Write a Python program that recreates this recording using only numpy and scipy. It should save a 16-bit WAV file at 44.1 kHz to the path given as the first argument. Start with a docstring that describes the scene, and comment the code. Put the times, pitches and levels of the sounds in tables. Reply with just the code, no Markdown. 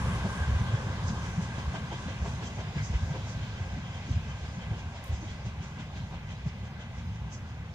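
"""Tyre roar fades and a rumbling freight train clacks about six times a second, far across a field.
The roar is a car driving away from a roadside bus stop. The clack is a worn wheel hitting the rail
once a turn, smeared by distance; wagons knock and boom, wheels squeal and the rails sing.
Light wind buffets a hand-held phone and a sleeve brushes it once.
The phone's two microphone openings (its ports) colour everything."""
import sys
import numpy as np
from scipy import signal
from scipy.fft import rfft, irfft, next_fast_len
from scipy.io import wavfile
from scipy.ndimage import uniform_filter1d, map_coordinates

SR = 44100
rng = np.random.default_rng(int(sys.argv[2]) if len(sys.argv) > 2 else 0)


def output_pcm(signal):
    """Save a mono or channel-first signal as 16-bit PCM at the path in sys.argv[1].

    Samples are clipped to [-1, 1] before scaling.
    """
    pcm = np.clip(np.atleast_2d(signal).T, -1, 1) * 32767
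    wavfile.write(sys.argv[1], SR, np.round(pcm).astype(np.int16))


N = 341334
TIME = np.arange(N) / SR
FREQ = np.maximum(np.arange(N // 2 + 1) * SR / N, 1)

# loudness of the wagons' rumble (time [s], level [dB])
RUMBLE_LEVELS = [(0, -32), (.6, -33), (.9, -34.5), (1.5, -35), (3, -36.5), (4, -37.5), (5, -40), (6, -39),
                 (7.7, -38.5)]
# tone of a thudding bogie, the wheeled frame under a wagon (frequency [Hz], relative level [dB])
THUD_SPECTRUM = [(130, -19), (250, 2.5), (500, -1.5), (900, 2), (1300, -11.5), (2500, -57)]
# tone of struck steel (frequency [Hz], relative level [dB])
STEEL_SPECTRUM = [(600, -35), (1100, -2.5), (1600, 1), (2300, 2), (3200, 1.5), (4300, -6.5), (5500, -30),
                  (11000, -55)]
# tone of a hissing wheel rim (frequency [Hz], relative level [dB])
HISS_SPECTRUM = [(3000, -21), (4900, 1.5), (6300, 3.5), (7600, -3), (8300, -16), (11000, -37), (15000, -55)]


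def car(top_hz=10050, top_db=-3.5, dulling_db_per_s=17):
    """Tyres roar on asphalt; the roar fades as the car leaves, and its highest hiss dies away quickly."""
    # tone of the tyres (frequency [Hz], relative level [dB])
    tyre_spectrum = [(100, -0.5), (300, -2), (780, -3), (1050, 3), (1350, -6.5), (1650, -3), (2000, -10.5),
                     (3300, -18), (4500, -26), (6500, -23), (8500, -24.5), (11000, -26), (13000, -46),
                     (15000, -66)]
    # loudness of the car (time [s], level [dB])
    car_levels = [(0, -38.5), (.5, -41), (1, -42.5), (1.5, -46.5), (2.3, -48), (3.5, -57), (5, -54),
                  (7.7, -62)]
    roar = turbulence(outdoor_noise(tyre_spectrum), depth_db=1.43, rate=16)
    top = irfft(rfft(roar) / (1 + (top_hz / FREQ) ** 10), N)
    top_gain = undb(top_db - dulling_db_per_s * TIME)
    return (roar + top * (top_gain - 1)) * undb(over_time(car_levels))


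def train(treble_hz=3500):
    """Wheels roar on the rails and grow duller with distance; the wagons rumble unevenly underneath."""
    # tone of the rolling wheels (frequency [Hz], relative level [dB])
    roll_spectrum = [(150, 5), (400, -2.5), (850, 2.5), (1300, -5), (2500, -2.5), (3300, -7.5), (4400, -13),
                     (6500, -15), (7700, -22), (8400, -35), (11000, -43), (15000, -81)]
    # loudness of the rolling (time [s], level [dB])
    roll_levels = [(0, -46.5), (2.4, -47), (3.3, -45), (4.3, -47.5), (5.3, -48.2), (6, -49), (7.7, -50.5)]
    # treble, sinking with distance (time [s], gain [dB])
    treble_gains = [(0, 7.5), (3.5, 2), (5.3, 2), (6, -2), (7.7, -2)]
    # tone of the rumble (frequency [Hz], relative level [dB])
    rumble_spectrum = [(20, -42), (35, -33), (60, -0.5), (90, 0), (130, -2.5), (180, -6.5), (240, -15),
                       (310, -36.5), (600, -61)]
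    roll = turbulence(outdoor_noise(roll_spectrum), depth_db=1.28, rate=14)
    treble = irfft(rfft(roll) / (1 + (treble_hz / FREQ) ** 4), N)
    roll = roll + treble * (undb(over_time(treble_gains)) - 1)
    rumble = outdoor_noise(rumble_spectrum) * undb(over_time(RUMBLE_LEVELS) + 1.34 * wobble(25))
    return roll * undb(over_time(roll_levels)) + rumble


def clacks(first_s=.079, turn_s=.1685, jitter_s=.004, thud_lead_s=.011, scatter_db=1.8, hiss_db=-8):
    """A worn wheel hits the rail once a turn: the bogie thuds, the steel rings and hisses."""
    # strength of the clacks (time [s], thud level [dB], ring level [dB])
    clack_levels = [(0, -52, -52), (1, -49, -52.5), (1.85, -41.5, -47.5), (2.9, -48.5, -51),
                    (3.55, -54, -64), (4.2, -50, -52.5), (5.2, -53, -51.5), (6.4, -52.5, -52.5),
                    (7.7, -59, -61)]
    beats = np.arange(first_s, TIME[-1], turn_s)
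    late, heavy, bright, sharp = rng.standard_normal((len(beats), 4)).T  # no two clacks are alike
    hits = beats + jitter_s * late
    times, *columns = np.transpose(clack_levels)
    thud_db, ring_db = (np.interp(beats, times, column) for column in columns)
    thud_swell = swells(hits - thud_lead_s, thud_db + scatter_db * heavy, rise_s=.011, fall_s=.013)
    ring_swell = swells(hits, ring_db + scatter_db * bright, rise_s=.017, fall_s=.027)
    hiss_swell = swells(hits, ring_db + hiss_db + scatter_db * sharp, rise_s=.013, fall_s=.017)
    thud = turbulence(outdoor_noise(THUD_SPECTRUM), depth_db=3.5, rate=24) * thud_swell
    ring = turbulence(outdoor_noise(STEEL_SPECTRUM), depth_db=1, rate=22) * ring_swell
    return thud + ring + outdoor_noise(HISS_SPECTRUM) * hiss_swell


def knocks(thud_db=-1.5, ring_db=-3):
    """Now and then a bogie knocks harder: a dull thud with a hollow ring."""
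    # hard knocks (time [s], level [dB], ring pitch [Hz])
    hits = [(0.255, -39, 560), (1.76, -45, 676), (1.925, -45.5, 480), (2.265, -42.5, 440),
            (2.59, -43.5, 661), (3.155, -41, 450), (4.725, -47.5, 391), (6.14, -49, 880)]
    times, levels_db, _ = np.transpose(hits)
    thud = turbulence(outdoor_noise(THUD_SPECTRUM), depth_db=2, rate=24)
    thud *= swells(times, levels_db + thud_db, rise_s=.011, fall_s=.014)
    hollow = sum(rough_note(hz, blur_rate=250) * swells([s], [db + ring_db], rise_s=.008, fall_s=.017)
                 for s, db, hz in hits)
    return thud + hollow


def booms():
    """The hollow wagons give short, low booms."""
    # wagon booms (time [s], level [dB], pitch [Hz])
    hits = [(0.254, -25.5, 198.7), (0.629, -27, 187), (1.127, -30.5, 210), (1.385, -28, 200.4),
            (2.069, -30.5, 191), (3.777, -40, 287), (4.099, -37.5, 269), (4.584, -32, 184.3),
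            (5.234, -40, 293), (5.8, -36.5, 190)]
    return bursts(hits, width_s=.0087, wander=.151)


def clanks():
    """Steel on the train gives a few louder clanks."""
    # clanks (time [s], level [dB])
    hits = [(1.764, -49), (2.955, -48), (3.15, -49), (5.63, -53), (5.805, -51)]
    steel = turbulence(outdoor_noise(STEEL_SPECTRUM), depth_db=3.5, rate=24)
    return steel * swells(*np.transpose(hits), rise_s=.017, fall_s=.019)


def rings():
    """Loose steel parts, struck or rubbed, each ring briefly on one note."""
    # ringing parts (time [s], level [dB], pitch [Hz])
    hits = [(0.428, -47, 1610), (0.69, -50, 3190), (0.755, -54, 3230), (1.085, -55, 6090),
            (2.805, -50.5, 2130), (2.85, -57, 6230), (3.3, -55, 6210), (3.87, -52, 3170), (3.95, -53, 3190),
            (4.31, -68, 5000), (4.55, -60, 6250), (5.23, -57, 6290), (5.3, -54, 3140)]
    return sum(rough_note(hz, blur_rate=330) * swells([s], [db], rise_s=.018, fall_s=.021)
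               for s, db, hz in hits)


def squeals():
    """A wheel's lip scrapes the rail and wakes the wheel's high notes, a little off pitch each time."""
    # notes of the wheel (pitch [Hz], width [Hz], boost [dB])
    wheel_notes = [(4960, 60, 12), (5640, 70, 6), (6160, 100, 11), (6480, 80, 8), (7470, 130, 12)]
    # short squeals (time [s], level [dB])
    scrapes = [(1.085, -48.5), (1.43, -56), (1.94, -55), (2.29, -57), (2.465, -53), (2.85, -51),
               (3.295, -50), (4.12, -54), (5.15, -56), (7.338, -50)]
    squeal = drift(outdoor_noise(HISS_SPECTRUM, wheel_notes), share=.005, rate=8)
    squeal = turbulence(squeal, depth_db=2.5, rate=12)
    return squeal * swells(*np.transpose(scrapes), rise_s=.013, fall_s=.023)


def rail_song(railway, pitch_hz=1630, width_hz=190, waver_db=2.04, fade_db_per_s=.57):
    """The rails sing: one narrow band of the train's sound comes and goes, and slowly fades."""
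    band = narrow_band(railway, pitch_hz, width_hz)
    gain = undb(waver_db * (wobble(22.04) + 1.4) - fade_db_per_s * TIME)
    return railway + band * (gain - 1)


def rail_chirps(railway, width_hz=57, patchy_db=4.5):
    """The rolling wakes the rails' high notes, each in short patches of its own."""
    # notes of the rails (pitch [Hz], gain on the train's sound [dB])
    rail_notes = [(3135, 3), (3910, -0.5), (4206, -2.5), (4975, 3.5), (6220, 4)]
    chirps = 0
    for hz, db in rail_notes:
        patches = undb(db + patchy_db * np.minimum(wobble(24), 1.5))
        chirps = chirps + narrow_band(railway, hz, width_hz) * patches
    return drift(chirps, share=.004, rate=15)


def ticks():
    """Crisp little ticks sound above the rolling noise."""
    # tone of a tick (frequency [Hz], relative level [dB])
    tick_spectrum = [(5500, -40), (8000, 0), (12000, -40)]
    # ticks (time [s], level [dB])
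    hits = [(1.43, -61), (2.28, -62)]
    return outdoor_noise(tick_spectrum) * swells(*np.transpose(hits), rise_s=.008, fall_s=.016)


def wind(top_hz=270, low_hz=36):
    """Each eddy, a small swirl of wind, shakes the air at both ports."""
    # strong buffets (time [s], level [dB], pitch [Hz])
    buffets = [(0.42, -19, 85.4), (0.496, -20.5, 103.7), (0.53, -20.5, 84.9), (0.564, -19.5, 94.3),
               (0.614, -19, 95.8), (0.743, -17.5, 110.4), (1.105, -24.5, 154.6), (1.389, -23.5, 134.2),
               (1.686, -25.5, 84.7), (2.224, -23.5, 85.4), (2.772, -23, 138), (2.842, -25.5, 89.6),
               (2.91, -26, 85.4), (2.959, -17.5, 79.6), (3.038, -20, 80.5), (3.117, -24, 124.8),
               (3.619, -24.5, 83.6), (4.114, -22, 68.7), (4.166, -20, 79.5), (4.718, -23.5, 100.2),
               (5.105, -22.5, 109), (5.135, -23, 64.9), (5.315, -30, 66.6), (5.47, -24.5, 113.1),
               (6.471, -23, 120.7)]
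    shaking = bursts([*buffets, *eddies()], width_s=.0093, wander=.2085)
    # small eddies carry little energy, so the buffets stay dull; the ports pass no deep bass
    return irfft(rfft(shaking) / (1 + (FREQ / top_hz) ** 10) / (1 + (low_hz / FREQ) ** 10), N)


def eddies(per_s=2.7, above_rumble_db=4.5, spread_db=2, pitch_hz=110.14, spread_octaves=.451):
    """Weak eddies come at random and ease with the rumble: rows of (time [s], level [dB], pitch [Hz])."""
    slots = np.arange(0, TIME[-1] - 1 / per_s, 1 / per_s)
    late, weak, high = rng.uniform(-1.1, 1, (len(slots), 3)).T
    times = slots + (1 + late) / 2 / per_s
    levels_db = np.interp(times, *np.transpose(RUMBLE_LEVELS)) + above_rumble_db - spread_db * weak
    return np.transpose([times, levels_db, pitch_hz * 2 ** (spread_octaves * high)])


def sleeve():
    """Cloth touches the phone: a tiny tick, then a short brush."""
    # tone of the cloth (frequency [Hz], relative level [dB])
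    cloth_spectrum = [(3000, -34), (7000, -2), (10000, 0), (15000, -3)]
    tick = swells([5.041], [-46.5], rise_s=.0007, fall_s=.0016)
    brush = swells([5.064], [-60], rise_s=.012, fall_s=.026)
    return outdoor_noise(cloth_spectrum) * (tick + brush)


def outdoor_noise(spectrum, resonances=()):
    """Noise of strength 1 at the two ports: alike in the bass, less so in the treble."""
    # how alike left and right are (frequency [Hz], likeness [0 to 1])
    likeness = [(60, 1), (170, 1), (250, 0.92), (470, 0.87), (930, 0.71), (1840, 0.62), (7200, 0)]
    alike = np.clip(over_hz(likeness), -1, 1)
    mid, side = rfft(rng.standard_normal((2, N))) * np.sqrt([1 + alike, 1 - alike])
    tone = undb(over_hz(spectrum) + peaks(resonances))
    noise = irfft(np.array([mid + side, mid - side]) * tone, N)
    return noise / noise.std()


def turbulence(sound, depth_db, rate):
    """Moving air makes each half octave of a far sound flicker on its own; the result has strength 1."""
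    size = next_fast_len(N)
    spectrum, out = rfft(sound, size), 0
    band_number = np.clip(2 * np.log2(np.linspace(1, SR / 2, size // 2 + 1) / 250), 0, 9)
    for k in range(10):
        band = irfft(spectrum * np.maximum(1 - abs(band_number - k), 0), size)[:, :N]
        out = out + band * undb(depth_db * wobble(rate))
    return out / out.std()


def swells(times, levels_db, rise_s, fall_s):
    """Loudness outline of a row of blows: each swells to its peak and dies away more slowly."""
    power = np.zeros(N)
    for s, db in zip(times, levels_db):
        near = slice(max(int((s - .25) * SR), 0), int((s + .25) * SR))
        t = TIME[near] - s
        power[near] += (undb(db) / np.cosh(t / np.where(t < 0, rise_s, fall_s))) ** 2
    return np.sqrt(power)


def bursts(rows, width_s, wander):
    """A few uneven low vibrations for each (time [s], level [dB], pitch [Hz]) row."""
    out = np.zeros(N)
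    bend = np.exp(wander * np.clip(wobble(220), -2, 2))
    for s, db, hz in rows:
        near = slice(max(int((s - .1) * SR), 0), int((s + .1) * SR))
        turns = rng.random() + np.cumsum(hz * bend[near]) / SR
        outline = np.exp(-.5 * ((TIME[near] - s) / width_s) ** 2)
        out[near] += undb(db) * outline * np.sin(2 * np.pi * turns)
    return out


def rough_note(hz, blur_rate, blur_radians=1.4):
    """A ringing note of strength 1, made rough by its many paths across the field."""
    return np.sqrt(2) * np.sin(2 * np.pi * hz * TIME + blur_radians * wobble(blur_rate))


def drift(sound, share, rate):
    """Let the pitch of a sound slide up and down by a small share."""
    place = np.arange(N) + np.cumsum(share * wobble(rate))
    return np.array([map_coordinates(port, [place], order=3, mode="mirror") for port in sound])


def wobble(rate):
    """A smooth random curve of typical size 1 that heads for a new value `rate` times a second."""
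    hold = int(SR / rate)
    steps = np.repeat(rng.standard_normal(N // hold + 1), hold)
    return 1.486 * uniform_filter1d(uniform_filter1d(steps, hold), hold)[:N]


def narrow_band(sound, hz, width_hz):
    """Keep only the part of a sound near one pitch."""
    return irfft(rfft(sound) / (1 + (2 * (FREQ - hz) / width_hz) ** 4), N)


def peaks(rows):
    """Gain in dB at each frequency from (pitch [Hz], width [Hz], gain [dB]) resonances."""
    return sum(db / (1 + (2 * (FREQ - hz) / width) ** 2) for hz, width, db in rows)


def over_time(rows):
    """Join (time [s], value) rows by straight lines."""
    return np.interp(TIME, *np.transpose(rows))


def over_hz(rows):
    """Join (frequency [Hz], value) rows, giving every octave equal room."""
    hz, value = np.transpose(rows)
    return np.interp(np.log(FREQ), np.log(hz), value)


def undb(db):
    """Turn decibels into a factor to multiply by."""
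    return 10 ** (np.asarray(db) / 20)


def scene():
    """Road, railway and wind together."""
    railway = rail_song(train() + clacks())
    return (car() + railway + rail_chirps(railway) + knocks() + booms() + clanks()
            + rings() + squeals() + ticks() + sleeve() + wind())


def record(dry, top_hz=15400):
    """The two ports colour the sound, the left one hears it slightly later, and the top is cut."""
    # resonances of the ports and the bus shelter (pitch [Hz], width [Hz], gain [dB])
    resonances = [(390, 12, 4), (528, 16, 3), (1580, 164, 6.5), (1840, 280, -4), (2006, 87, 6)]
    # which side is louder (frequency [Hz], left minus right [dB])
    balance = [(100, -0.3), (300, 1.5), (750, -1.5), (1100, 4), (1900, -1), (3050, 0.5), (3600, -4.5),
               (4900, -0.5), (6200, -3.5), (7500, -0.5), (9000, 2)]
    # how far the left wave runs ahead; negative is behind (frequency [Hz], phase [radians])
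    left_lead = [(30, -.12), (150, -.17), (300, -.3), (900, -.3), (1300, -1.2), (2000, -1.5), (3000, -3.3),
                 (4000, -9), (7400, -36)]
    left = undb(over_hz(balance) / 2) * np.exp(.5j * over_hz(left_lead))
    ports = undb(peaks(resonances)) * np.array([left, 1 / left])
    top_cut = signal.ellip(8, .2, 70, top_hz, fs=SR, output="sos")
    return signal.sosfilt(top_cut, irfft(rfft(dry) * ports, N))


dry = scene()
out = record(dry)
output_pcm(out)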